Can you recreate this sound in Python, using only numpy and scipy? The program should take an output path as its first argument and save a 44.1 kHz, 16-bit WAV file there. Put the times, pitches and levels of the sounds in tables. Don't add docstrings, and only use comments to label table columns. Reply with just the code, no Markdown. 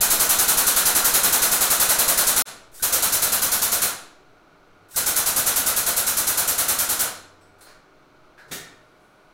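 import sys
import numpy as np
from scipy import signal
from scipy.fft import rfft, irfft, next_fast_len
from scipy.io import wavfile

SR = 44100
rng = np.random.default_rng(int(sys.argv[2]) if len(sys.argv) > 2 else 0)


def boost(x):
    u = np.asarray(x, float) / 20
    return 10 ** u


def dump(signal):
    limited = np.clip(np.atleast_2d(signal).T, -1, 1)
    pcm = np.round(limited * 32767).astype(np.int16)
    wavfile.write(sys.argv[1], SR, pcm)


N = 411453
T = np.arange(N) / SR
LONG = next_fast_len(N + SR)
HOLES = 4


def rms_one(x):
    return x / np.sqrt(np.mean(x ** 2) + 1e-20)


def at_hz(points, hz):
    table_hz, values = np.array(points)[:, 0], np.array(points)[:, 1]
    return np.interp(np.log(hz), np.log(table_hz), values)


def noise(spectrum, pipes=()):
    hz = np.maximum(np.arange(LONG // 2 + 1) * SR / LONG, 1)
    gain = boost(at_hz(spectrum, hz))
    for centre_hz, width_hz, db in pipes:
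        gain = gain * (1 + boost(db) / (1 + (2 * (hz - centre_hz) / width_hz) ** 2))
    random_waves = np.array([1, 1j]) @ rng.standard_normal((2, len(hz)))
    return rms_one(irfft(random_waves * gain, LONG)[:N])


def puffs(times, levels_db, rise, hold, fall):
    flow = np.zeros(N)
    for s, db in zip(times, levels_db):
        i = max(round(s * SR), 0)
        age = np.maximum(T[i:i + SR // 2] - s, 0)
        opening = 1 - np.exp(-age / rise)
        emptying = 1 + np.exp(np.minimum((age - hold) / fall, 50))
        flow[i:i + SR // 2] += boost(db) * opening / emptying
    return flow


def ring(times, levels_db, hz, t60):
    clicks = np.full(N, 1e-18)
    at = np.round(np.asarray(times) * SR).astype(int)
    clicks[at[at >= 0]] = boost(np.asarray(levels_db)[at >= 0])
    r, w = boost(-60 / (t60 * SR)), 2 * np.pi * hz / SR
    return signal.lfilter([0, np.sin(w)], [1, -2 * r * np.cos(w), r * r], clicks)


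def burst(timing, supply):
    first, period, slowing, count = timing
    jet_db, sag_db, muffler_db = supply
    k, luck = np.arange(count), rng.standard_normal((count, 3))
    from_rest = k == 0
    s = first + period * k + slowing * k ** 2 / 2
    s = s + .0008 * luck[:, 0] * (k > 0) - .002 * from_rest
    jets_db = jet_db + sag_db * k - 1.2 * from_rest + .25 * luck[:, 1]
    return np.c_[s, jets_db, muffler_db + .6 * luck[:, 2]]


def piston(strokes, contacts):
    # (pitch_hz, level_db, t60_s)
    body = [(55.7, -7.5, 0.209), (76.1, -10.5, 0.17), (94.5, 4, 0.11), (151.3, -4, 0.21), (204, -3, .08)]
    s, jet_db, _ = np.transpose(strokes)
    times = np.concatenate([s + lag for lag, boom_db, ring_db in contacts])
    out = 0
    for k, (hz, db, t60) in enumerate(body):
        column = 2 if k else 1
        blows_db = np.concatenate([jet_db + row[column] for row in contacts])
        out = out - ring(times, blows_db + db + rng.normal(0, 1.08, len(times)), hz, t60)
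    return out


def pump(strokes):
    # (pitch_hz, level_db per Hz)
    jet_colour = [(1470, -23.5), (2500, -13.5), (2850, -14.5), (4200, -7.5), (4750, -6), (6430, -1),
                  (8360, -1), (10100, 2), (14600, -2.5), (15900, -5)]
    # (pitch_hz, width_hz, level_db)
    outlet_pipes = [(1424, 250, 4), (4200, 500, -9), (695, 34, -11.5), (11300, 440, -14.5),
                    (493, 36, -12.5)]
    # (pitch_hz, level_db per Hz)
    muffler_colour = [(71, -43), (120, -3.5), (177, -9.5), (204, -4.5), (336, -4), (608, 0.5), (971, 0.5),
                      (1140, 0), (1390, -2), (2120, -3), (2850, -4.5), (4210, -2), (5000, -30),
                      (6500, -33.5), (11000, -120)]
    s, jet_db, muffler_db = np.transpose(strokes)
    jet_flow = puffs(s - .003, jet_db - 17.5, rise=0.0031, hold=0.032, fall=0.0077)
    roar_flow = puffs(s - .002, jet_db + muffler_db - 25.2, rise=0.010, hold=.046, fall=0.016)
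    jet, roar = noise(jet_colour, outlet_pipes), noise(muffler_colour, outlet_pipes)
    holes = []
    for k in range(HOLES):
        shift = k * SR
        holes.append(jet_flow * np.roll(jet, shift) + roar_flow * np.roll(roar, shift))
    return np.array(holes)


def garage_tails(wet_db):
    # (pitch_hz, t60_s)
    echo_time = [(60, .6), (300, 0.72), (1500, 0.6), (5000, 0.51), (10000, 0.33), (16000, 0.21)]
    age, tail = np.arange(SR * 3 // 4) / SR, 0
    white = rng.standard_normal((2, HOLES, len(age)))
    edges = 30 * 2 ** np.arange(0, 9.6, .5)
    for k, (low, high) in enumerate(zip(edges, edges[1:])):
        band_filter = signal.butter(2, [low, high], "band", fs=SR, output="sos")
        band = signal.sosfilt(band_filter, white[k % 2])
        t60 = at_hz(echo_time, np.sqrt(low * high))
        tail = tail + band * boost(-60 * age / t60) / np.sqrt(t60)
    tail = tail * (1 - np.exp(-age / 0.0058))
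    tail = boost(wet_db) * tail / np.sqrt(np.sum(tail ** 2, axis=1, keepdims=True))
    tail[:, 0] = 1
    return rfft(tail, LONG)


def garage(paths, tails):
    return irfft(np.sum(rfft(paths, LONG) * tails, axis=0), LONG)[:N]


def background():
    # (pitch_hz, level_db per Hz)
    furnace = [(12, -33.5), (20, -15.5), (68, -18), (145, -11), (254, -15.5), (277, -10), (387, -10),
               (541, -13.5), (605, -13.5), (972, -15.5), (1290, -13), (1900, -25.5), (2130, -23),
               (6880, -40), (15900, -47)]
    # (pitch_hz, width_hz, level_db)
    flue = [(1450, 92, 3), (620, 7.9, 10.5), (2270, 130, -4), (4200, 740, -1.5), (6000, 800, -3),
            (15340, 200, -1.5), (291, 12, -3.5), (392, 7.6, 0), (728, 13, 2)]
    # (start_s, length_s, pitch_hz, level_db, change_db_per_s)
    hum = [
        (2.52, 0.22, 115, -70, 12),
        (3.853, 0.11, 95, -57, -5),
        (4.69, .27, 98, -69, 3),
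        (7.05, 0.66, 93, -60, -17),
        (8.58, .32, 112, -61, -37),
    ]
    # (start_s, level_db, t60_s)
    jolts = [
        (0, -45, .8),
        (2.5, -66, 2),
        (8.5, -59, .4),
    ]
    drone, shake = 0, boost(-71)
    for s, length, hz, db, db_per_s in hum:
        edges = np.clip(np.minimum(T - s, s + length - T) / .04 + .5, 0, 1)
        level = boost(db + db_per_s * np.clip(T - s, 0, length))
        drone = drone + edges * level * np.sin(2 * np.pi * hz * T)
    for s, db, t60 in jolts:
        shake = shake + (T >= s) * boost(db - 60 * np.maximum(T - s, 0) / t60)
    rumble = shake * noise([(10, -15), (24, 2), (45, -5.5), (70, -16), (120, -45), (400, -120)])
    sway = boost(-47 - 2.5 * T) * noise([(1, -6), (2, 0), (5, -8), (12, -40), (30, -120)])
    return boost(-56.5) * noise(furnace, flue) + np.sqrt(2) * drone + rumble + sway


def lever():
    # (start_s, first_vent_s, open_db, vent_db)
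    inlet = [
        (2.717, 2.83, -45, -43),
        (4.885, 4.963, -46, -38),
    ]
    # (pitch_hz, level_db per Hz)
    inlet_colour = [(1060, -47), (1800, -7), (2370, -14), (2710, -11.5), (7000, -5.5), (8250, -1),
                    (10600, -4), (15200, -7.5), (15900, -7.5)]
    # (start_s, level_db)
    spool = [
        (2.798, -41),
        (4.945, -42),
    ]
    flow = 0
    for s, vent, db, vent_db in inlet:
        times = [s, s + .02, s + .02 + 0.0065, vent - 0.032, vent]
        levels_db = [db - 14, db - 14 + 4.5, db, db, vent_db]
        flow = flow + boost(np.interp(T, times, levels_db, left=-200, right=-200))
    s, db = np.transpose(spool)
    ping = ring(s, db, 1560, 0.095) + ring(s + 0.0034, db, 1490, 0.061) + ring(s, db - 5.0, 3800, .04)
    return boost(-2.5) * flow * noise(inlet_colour) + ping


def fittings():
    # (start_s, level_db, pitch_hz,
    # length_s)
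    scrapes = [(7.409, -69, 8000, .045), (7.409, -71.5, 5500, .038), (7.585, -67, 11300, .02),
               (7.613, -59, 4200, 0.047), (7.61, -67, 15000, .044), (7.61, -60, 8600, .025),
               (7.611, -67, 11000, .04), (7.664, -61.5, 1530, 0.05), (8.376, -48.5, 1580, 0.029),
               (8.388, -64, 3980, .038), (8.593, -45, 1810, .02)]
    # (start_s, level_db, brightness_db, length_s)
    scuffs = [
        (7.409, -68, 2.5, .038),
        (7.583, -65, 4.5, .02),
        (7.607, -54.5, 9.5, 0.03),
        (7.664, -52, -8, 0.05),
        (8.377, -62, -12, .044),
        (8.48, -58, 2, .04),
        (9.0, -82, 6.5, .1),
    ]
    # (pitch_hz, level_db per Hz)
    pop_colour = [(24, -41), (40, -12), (167, -5), (262, -7), (328, -2.5), (678, -5), (808, -7.5),
                  (1120, -12), (1330, -6), (2820, -8), (3630, -5), (4110, -8.5), (6790, -7.5), (15900, -13)]
    # (pitch_hz, width_hz, level_db)
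    coupling = [(1850, 340, -5), (3780, 350, -9), (6740, 240, -11), (107, 45, -2), (277, 83, -1.5)]
    pop_s = 8.511
    white, out = rng.standard_normal(N), np.zeros(N)
    dull = noise([(300, -1), (1600, 6.0), (2800, -10.0), (4200, -2.0), (7000, -12.0), (16000, -28)])
    bright = noise([(2000, -30), (4200, -7), (8500, 1), (11000, 1), (13500, -12), (15000, -4), (17000, -10)])
    r = np.exp(-np.pi * 230 / SR)
    for s, db, hz, length in scrapes:
        part = slice(int(s * SR), int(s * SR) + SR // 2)
        resonance = [1, -2 * r * np.cos(2 * np.pi * hz / SR), r * r]
        band = rms_one(signal.lfilter([1, 0, -1], resonance, white[part]))
        out[part] += puffs([s], [db], rise=0.0038, hold=length, fall=length / 3)[part] * band
    for s, db, bright_db, length in scuffs:
        rub = puffs([s], [db], rise=0.002, hold=length, fall=length / 3)
        out += rub * (dull + boost(bright_db - 8.5) * bright)
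    out += ring([8.468, 8.505, 8.53], [-56, -48, -50], 140, .2)
    out += ring([8.44, 8.51], [-58, -50], 456, 0.16)
    pop = puffs([pop_s], [-25], rise=0.0084, hold=0.015, fall=0.016) * noise(pop_colour, coupling)
    seep = boost(-81) * (T > pop_s) * np.exp(-np.maximum(T - pop_s, 0) / 1.5) * bright
    return out + pop + seep


def scene():
    # (first_vent_s, stroke_s, each_stroke_longer_by_s, stroke_count)
    bursts = [
        (-.2708, .09374, .0000264, 29),
        (2.828, .09826, .000147, 11),
        (4.9639, .09894, .000258, 21),
    ]
    # (jet_db, sag_db per stroke, muffler_db relative to jet)
    supplies = [
        (-5.5, -0.0269, -0.6),
        (-7, -0.1139, -1.3),
        (-8, -0.0414, -1),
    ]
    # (time_from_vent_s, boom_db, frame_ring_db)
    knocks = [
        [(-.007, -32.5, -39.5), (-.002, -45, -35.5), (0.01, -50, -50.5), (.035, -47.5, -46)],
        [(-.0065, -46, -37.5), (-.002, -52.5, -41), (.011, -55, -41), (.0355, -53.5, -35.5)],
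    ]
    one, two, three = [burst(timing, supply) for timing, supply in zip(bursts, supplies)]
    late_stroke = (2.348, -8.5, 0)
    after = np.vstack([late_stroke, two, three])
    near = pump(after)
    near[0] += lever() + fittings()
    still, tails = background(), garage_tails(wet_db=1.0)
    first = garage(pump(one), tails) + piston(one, knocks[0]) + still
    second = garage(near, tails) + piston(after, knocks[1]) + still
    cut_s, fade_in_s, fade_length_s = 2.4222, 2.4535, .034
    fade = np.clip((T - fade_in_s) / fade_length_s, 0, 1)
    return (first * (T < cut_s) + second * fade)[None]


def band_limit(x):
    return signal.sosfilt(signal.butter(12, 16050, fs=SR, output="sos"), x)


def record(dry):
    rounded = 1.703 * np.tanh(dry / 1.32)
    top_cut = signal.ellip(10, .5, 70, 15850, fs=SR, output="sos")
    return band_limit(signal.sosfilt(top_cut, rounded))


dry = scene()
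out = record(dry)
dump(out)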